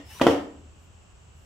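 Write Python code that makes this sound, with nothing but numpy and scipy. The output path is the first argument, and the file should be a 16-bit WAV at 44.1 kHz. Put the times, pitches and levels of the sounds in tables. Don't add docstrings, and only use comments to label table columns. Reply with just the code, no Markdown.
import sys
import numpy as np
from scipy import signal
from scipy.fft import rfft, irfft
from scipy.io import wavfile
from scipy.ndimage import uniform_filter1d

SR = 44100
rng = np.random.default_rng(int(sys.argv[2]) if len(sys.argv) > 2 else 0)


def linear_from_db(decibels):
    return 10 ** (np.asarray(decibels, float) / 20)


def to_wav(sig):
    pcm = np.clip(np.atleast_2d(sig), -1, 1) * 32767
    pcm = np.round(pcm).astype(np.int16)
    wavfile.write(sys.argv[1], SR, pcm.T)


N = 63945

# frequency in Hz, likeness [0-1].
AIR_LIKENESS = [(60, 1), (240, 0.41), (950, 0.078), (3770, 0.0071), (15000, 1)]


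def evened(x):
    return x / np.sqrt(np.mean(x ** 2) + 1e-20)


def read(points, hz):
    f, value = np.transpose(points)
    return np.interp(np.log(hz + 1), np.log(f + 1), value)


def curve(points):
    return linear_from_db(np.interp(np.arange(N) / SR, *np.transpose(points)))


def pair(likeness, colour, size=N):
    hz = np.fft.rfftfreq(size, 1 / SR)
    a, b = rfft(rng.standard_normal((2, size)))
    c = np.clip(read(likeness, hz), 0, 1)
    common, apart = np.sqrt((1 + c) / 2), np.sqrt((1 - c) / 2)
    spectra = np.array([common * a + apart * b, common * a - apart * b])
    return evened(irfft(spectra * linear_from_db(read(colour, hz)), size))


def resonate(x, hz, width_hz):
    r = np.exp(-np.pi * width_hz / SR)
    poles = [1, -2 * r * np.cos(2 * np.pi * hz / SR), r * r]
    once = signal.lfilter([1, 0, -1], poles, x)
    return signal.lfilter([1], poles, once)


def ring(modes, size):
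    t = np.arange(size) / SR
    return sum(linear_from_db(db - 60 * t / t60_s) * np.sin(2 * np.pi * hz * t) for hz, db, t60_s in modes)


def rise(rise_s):
    return np.minimum(np.arange(SR) / SR / rise_s, 1)


def outdoors():
    # centre in Hz, width in Hz, level in dB.
    rumble = [(40.7, 7.6, -65.5), (76.1, 40, -55), (107, 24.22, -60.5), (134.1, 26, -71.5)]
    insects = [(2812, 830, -68), (6030, 2000, -74), (7280, 810, -70), (7770, 374, -71)]
    # frequency in Hz, level in dB.
    hiss_colour = [(150, 1.5), (300, -7), (700, -8.5), (1300, -10.5), (2000, -18.5), (4500, -23.5),
                   (8000, -29.5), (9500, -43)]
    top_colour = [(8000, -5), (9000, 0.5), (11300, -8), (13000, 0), (16000, 3.5)]
    hiss_db, top_db = -59, -91.5
    out = linear_from_db(hiss_db) * pair(AIR_LIKENESS, [(30, -32)] + hiss_colour + [(12000, -76.5)])
    out += linear_from_db(top_db) * pair(AIR_LIKENESS, [(6000, -50)] + top_colour)
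    for hz, width_hz, db in rumble + insects:
        white = pair(AIR_LIKENESS, [(1, 0), (2, 0)])
        out += linear_from_db(db) * evened(resonate(white, hz, width_hz))
    return out


def throb():
    # time in seconds, level in dB, pitch in Hz.
    low_note = [(0.0, -70, 79.3), (0.052, -51, 75.55), (0.18, -56.5, 75.6), (0.218, -35, 78.7),
                (0.242, -40, 81.9), (0.302, -34, 84.64), (0.371, -53, 79.3), (0.417, -52, 78.4),
                (0.467, -74, 85.1), (0.63, -51, 80.74), (0.67, -55, 75.24), (0.727, -53, 73.8),
                (0.92, -57, 87.98), (0.992, -59, 77), (1.062, -53, 76.95), (1.186, -60.5, 73.63),
                (1.356, -49.5, 77.1), (1.45, -54, 78)]
    s, db, hz = np.transpose(low_note)
    turns = np.cumsum(np.interp(np.arange(N) / SR, s, hz)) / SR
    level = curve(list(zip(s, np.minimum(db, -40))))
    return np.sqrt(2) * level * np.sin(2 * np.pi * turns)


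def fingers():
    # time in seconds, level in dB.
    strokes = [(.7, -100), (.84, -74), (.9, -89), (1.3, -103), (1.37, -76.5), (1.45, -74.5)]
    # frequency in Hz, level in dB.
    skin_colour = [(3000, -29), (8000, -3.5), (11000, -7.5), (13500, -5.5), (16000, -13.5)]
    return curve(strokes) * pair(AIR_LIKENESS, skin_colour)


def steadied(x):
    x = evened(x)
    return x / np.sqrt(abs(uniform_filter1d(x ** 2, size=500)) + 0.23)


def slide():
    # time in seconds, level in dB.
    pressure = [(.03, -82), (.06, -61.5), (.11, -51.5), (.145, -50.5), (.19, -49), (.215, -51.5),
                (.26, -50.5), (.315, -49), (.38, -78.5)]
    # frequency in Hz, width in Hz, level in dB, middle in seconds, span in seconds.
    grain = [(6130, 140, -11, .195, 0.014), (847, 130, -4.5, 0.11, 0.031), (1010, 150, 1.5, .168, .018),
             (1770, 100, -1, 0.119, 0.013), (2700, 72, -3, 0.11, 0.017), (2945, 48, -1.5, .14, .045),
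             (3875, 310, -3, .185, .02), (5260, 80, -4.5, .11, .06), (5890, 150, -1, .165, 0.047),
             (9000, 200, -7, .16, .05), (10250, 200, -10.5, .14, .04), (12600, 250, -9, 0.14, .04),
             (14800, 220, -10, .135, .03)]
    # frequency in Hz, level in dB.
    scuff_colour = [(200, 1.5), (1000, -6), (2500, 3), (6000, -5.5), (10000, -5), (11300, -15),
                    (13000, -7.5), (16000, -11)]
    likeness, t = [(500, 0.97), (3000, 0.29), (12000, 0.75)], np.arange(N) / SR
    modes_db, grit_db, tilt = -52.0, 1.5, [[1.2], [-1.2]]
    modes = np.zeros((2, N))
    for hz, width_hz, db, middle_s, span_s in grain:
        swell = np.exp(-((t - middle_s) / span_s) ** 2)
        white = pair(likeness, [(1, 0), (2, 0)])
        modes += linear_from_db(db) * swell * steadied(resonate(white, hz, width_hz))
    grit = linear_from_db(grit_db * evened(uniform_filter1d(rng.standard_normal(N), size=60)))
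    scuff = curve(pressure) * grit * pair(likeness, scuff_colour)
    return linear_from_db(modes_db) * modes + scuff * linear_from_db(tilt)


def garage():
    # frequency in Hz, left-right likeness [0-1].
    likeness = [(200, 0.86), (600, 0.56), (1500, 0.18), (4000, .3), (12000, .35)]
    # frequency in Hz, t60 in seconds.
    t60_table = [(100, 1), (300, 0.38), (1000, 0.47), (3000, 0.4), (8000, 0.38), (14000, 0.36)]
    # frequency in Hz, level in dB.
    late = [(100, -23.5), (300, -26.5), (800, -44.5), (2000, -45.5)]
    late_t60_s, gap_s, rise_s = 1.3, .003, 0.017
    colour = [(40, -44.5), (280, -7), (450, -2.5), (800, -8.5), (16000, -6.5)]
    hz, t, z = signal.stft(pair(likeness, colour, SR), SR, nperseg=256)
    first_decay = linear_from_db(-60 * t / read(t60_table, hz)[:, None])
    late_decay = linear_from_db(read(late, hz)[:, None] - 60 * t / late_t60_s)
    tail = signal.istft(z * (first_decay + late_decay), SR, nperseg=256)[1][:, :SR]
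    tail = tail * np.clip((np.arange(SR) / SR - gap_s) / rise_s, 0, 1)
    return tail / np.linalg.norm(tail[0])


def knock(db, contact_s, crack_db, body):
    # frequency in Hz, level in dB.
    crack_colour = [(500, -20), (1500, -3), (2400, -1), (3300, 3), (3900, -8), (5500, -8), (9000, -19),
                    (16000, -28)]
    size, edge_share, crack_rise_s = 3000, .12, .0012
    small_hz, room_damp = 348, 0.24
    t = np.arange(size) / SR
    push = np.sin(np.pi * np.clip(t / contact_s, 0, 1))[:200] ** 2
    edge = np.exp(-((t[:200] - contact_s / 2) / .00004) ** 2) / 3
    push = push / push.sum() + edge_share * edge
    crack_decay = linear_from_db(crack_db - 60 * t / 0.013) + linear_from_db(crack_db - 8 - 60 * t / 0.11)
    crack = pair([(1, .8), (2, 0.22)], crack_colour, size=size)
    crack = crack * np.minimum(t / crack_rise_s, 1) * crack_decay
    sheds = signal.butter(2, small_hz, "high", fs=SR)
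    sounds = []
    for damp in (1, room_damp):
        modes = [(hz, mode_db, t60_s * damp) for hz, mode_db, t60_s in body]
        thud = signal.lfilter(*sheds, -np.convolve(push, ring(modes, size=size))[:size])
        sounds.append(linear_from_db(db) * (thud / abs(thud).max() + crack))
    return sounds


def knocks():
    # start in seconds, strength in dB, contact time in seconds, crack in dB, room share in dB.
    contacts = [
        (0.1979, -24.5, 0.00035, -42.5, 16.5),
        (0.2135, -4.5, 0.0015, -21, -2),
        (0.217, -9, 0.00096, -12, -4.5),
        (0.2667, 0, 0.0012, -20.5, -4.5),
        (.2762, -24, .0007, -2, -2),
        (0.282, -17.5, 0.00061, -20, 4.5),
        (0.286, -16.5, 0.00025, -18, 7),
    ]
    landing = [2, 0, 0, 1, 0, 1, 1]
    bench_share = [-1, -1, -5.5, -5, 1, -0.5, -1.5]
    # frequency in Hz, level in dB, t60 in seconds.
    corner = [(150.5, -0.5, 0.025), (265, -10, .04), (520, -18, 0.04), (670, -8, 0.021), (1050, -8.5, 0.03),
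              (1170, -11.5, 0.03), (1980, -7.5, 0.04), (2460, -5, 0.023), (2842, -9, 0.034),
              (3000, -7.5, 0.012), (4156, -30.5, .02), (5362, -25.5, .03)]
    flat = [(173, -2, 0.0298), (343, -6, 0.022), (502, 1.5, 0.0086), (700, -5.5, 0.034), (778, -12, 0.019),
            (1034, -3, 0.019), (1357, 0, 0.019), (1850, -2, 0.016), (2612, -21.5, .02), (3340, -13.5, .02),
            (3400, -21, 0.026), (5250, -22.5, .03)]
    touch = [(420, 2.5, .03), (711, -13.5, .03), (1380, 39, 0.008), (2660, -14.5, 0.018),
             (3900, -23.5, .01)]
    bench = [(64, -15.5, 0.082), (88.8, -18, 0.47), (115.7, -24.5, 0.54), (165.2, -10, 0.35),
             (227.6, -30, 0.5), (273.4, -27, 0.4), (286.9, -13, 0.54), (340.6, -2, 0.177),
             (423.6, -16.5, 0.4), (463, -7, 0.38), (555, -13.5, 0.095), (682, -8, 0.33), (804, -12.5, 0.34)]
    earlier_bench = [(285, -36.5, 0.14), (640, -51.5, 0.18), (1860, -51.5, 0.14)]
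    seated = [(286.2, -18, 0.51), (347, -18, .22), (458, -23.5, .3), (568, -33.5, 0.271), (793, -19, .12),
              (891, -29, .35), (1022, -33.5, 0.12), (1151, -29.5, .26), (1370, -27, .12),
              (1495, -27, 0.073), (1944, -26, .1), (2590, -38, .1), (3090, -30, .08), (3425, -39, 0.061)]
    earlier_s, earlier_db = 0.055, -25.5
    lead, room = round(earlier_s * SR), garage()
    out = np.zeros((2, N + lead + SR + 4000))
    rows = [(-earlier_s, earlier_db, .0004, -12, 0)] + contacts
    for row, kind, bench_db in zip(rows, [0] + landing, [-4] + bench_share):
        s, db, contact_s, crack_db, room_db = row
        near, to_room = knock(db, contact_s, crack_db, (corner, flat, touch)[kind])
        at = round(s * SR) + lead
        wet = linear_from_db(room_db) * signal.fftconvolve(to_room, room, axes=1)
        out[:, at:at + wet.shape[1]] += wet
        out[:, at:at + near.shape[1]] += near * linear_from_db([[-.3], [.3]])
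        out[:, at:at + SR] -= linear_from_db(db + bench_db - 14.0) * rise(0.0013) * ring(bench, size=SR)
    seat = round(contacts[3][0] * SR) + lead
    out[:, seat:seat + SR] -= rise(.003) * ring(seated, size=SR) * linear_from_db([[.8], [-.8]])
    out[:, lead:lead + SR] += ring(earlier_bench, size=SR)
    return out[:, lead:lead + N]


def scene():
    return outdoors() + throb() + fingers() + slide() + knocks()


def band_limit(x):
    return signal.sosfilt(signal.butter(12, 16470, fs=SR, output="sos"), x)


def record(dry):
    bass_cut_hz, ceiling, edge_hz = 32, .97, 15850
    dry = signal.lfilter(*signal.butter(2, bass_cut_hz, "high", fs=SR), dry)
    held = dry / (1 + (abs(dry) / ceiling) ** 4) ** (1 / 4)
    edge = signal.firwin(511, edge_hz, window=("kaiser", 8), fs=SR)
    return band_limit(signal.oaconvolve(held, edge[None], "same"))


dry = scene()
out = record(dry)
to_wav(out)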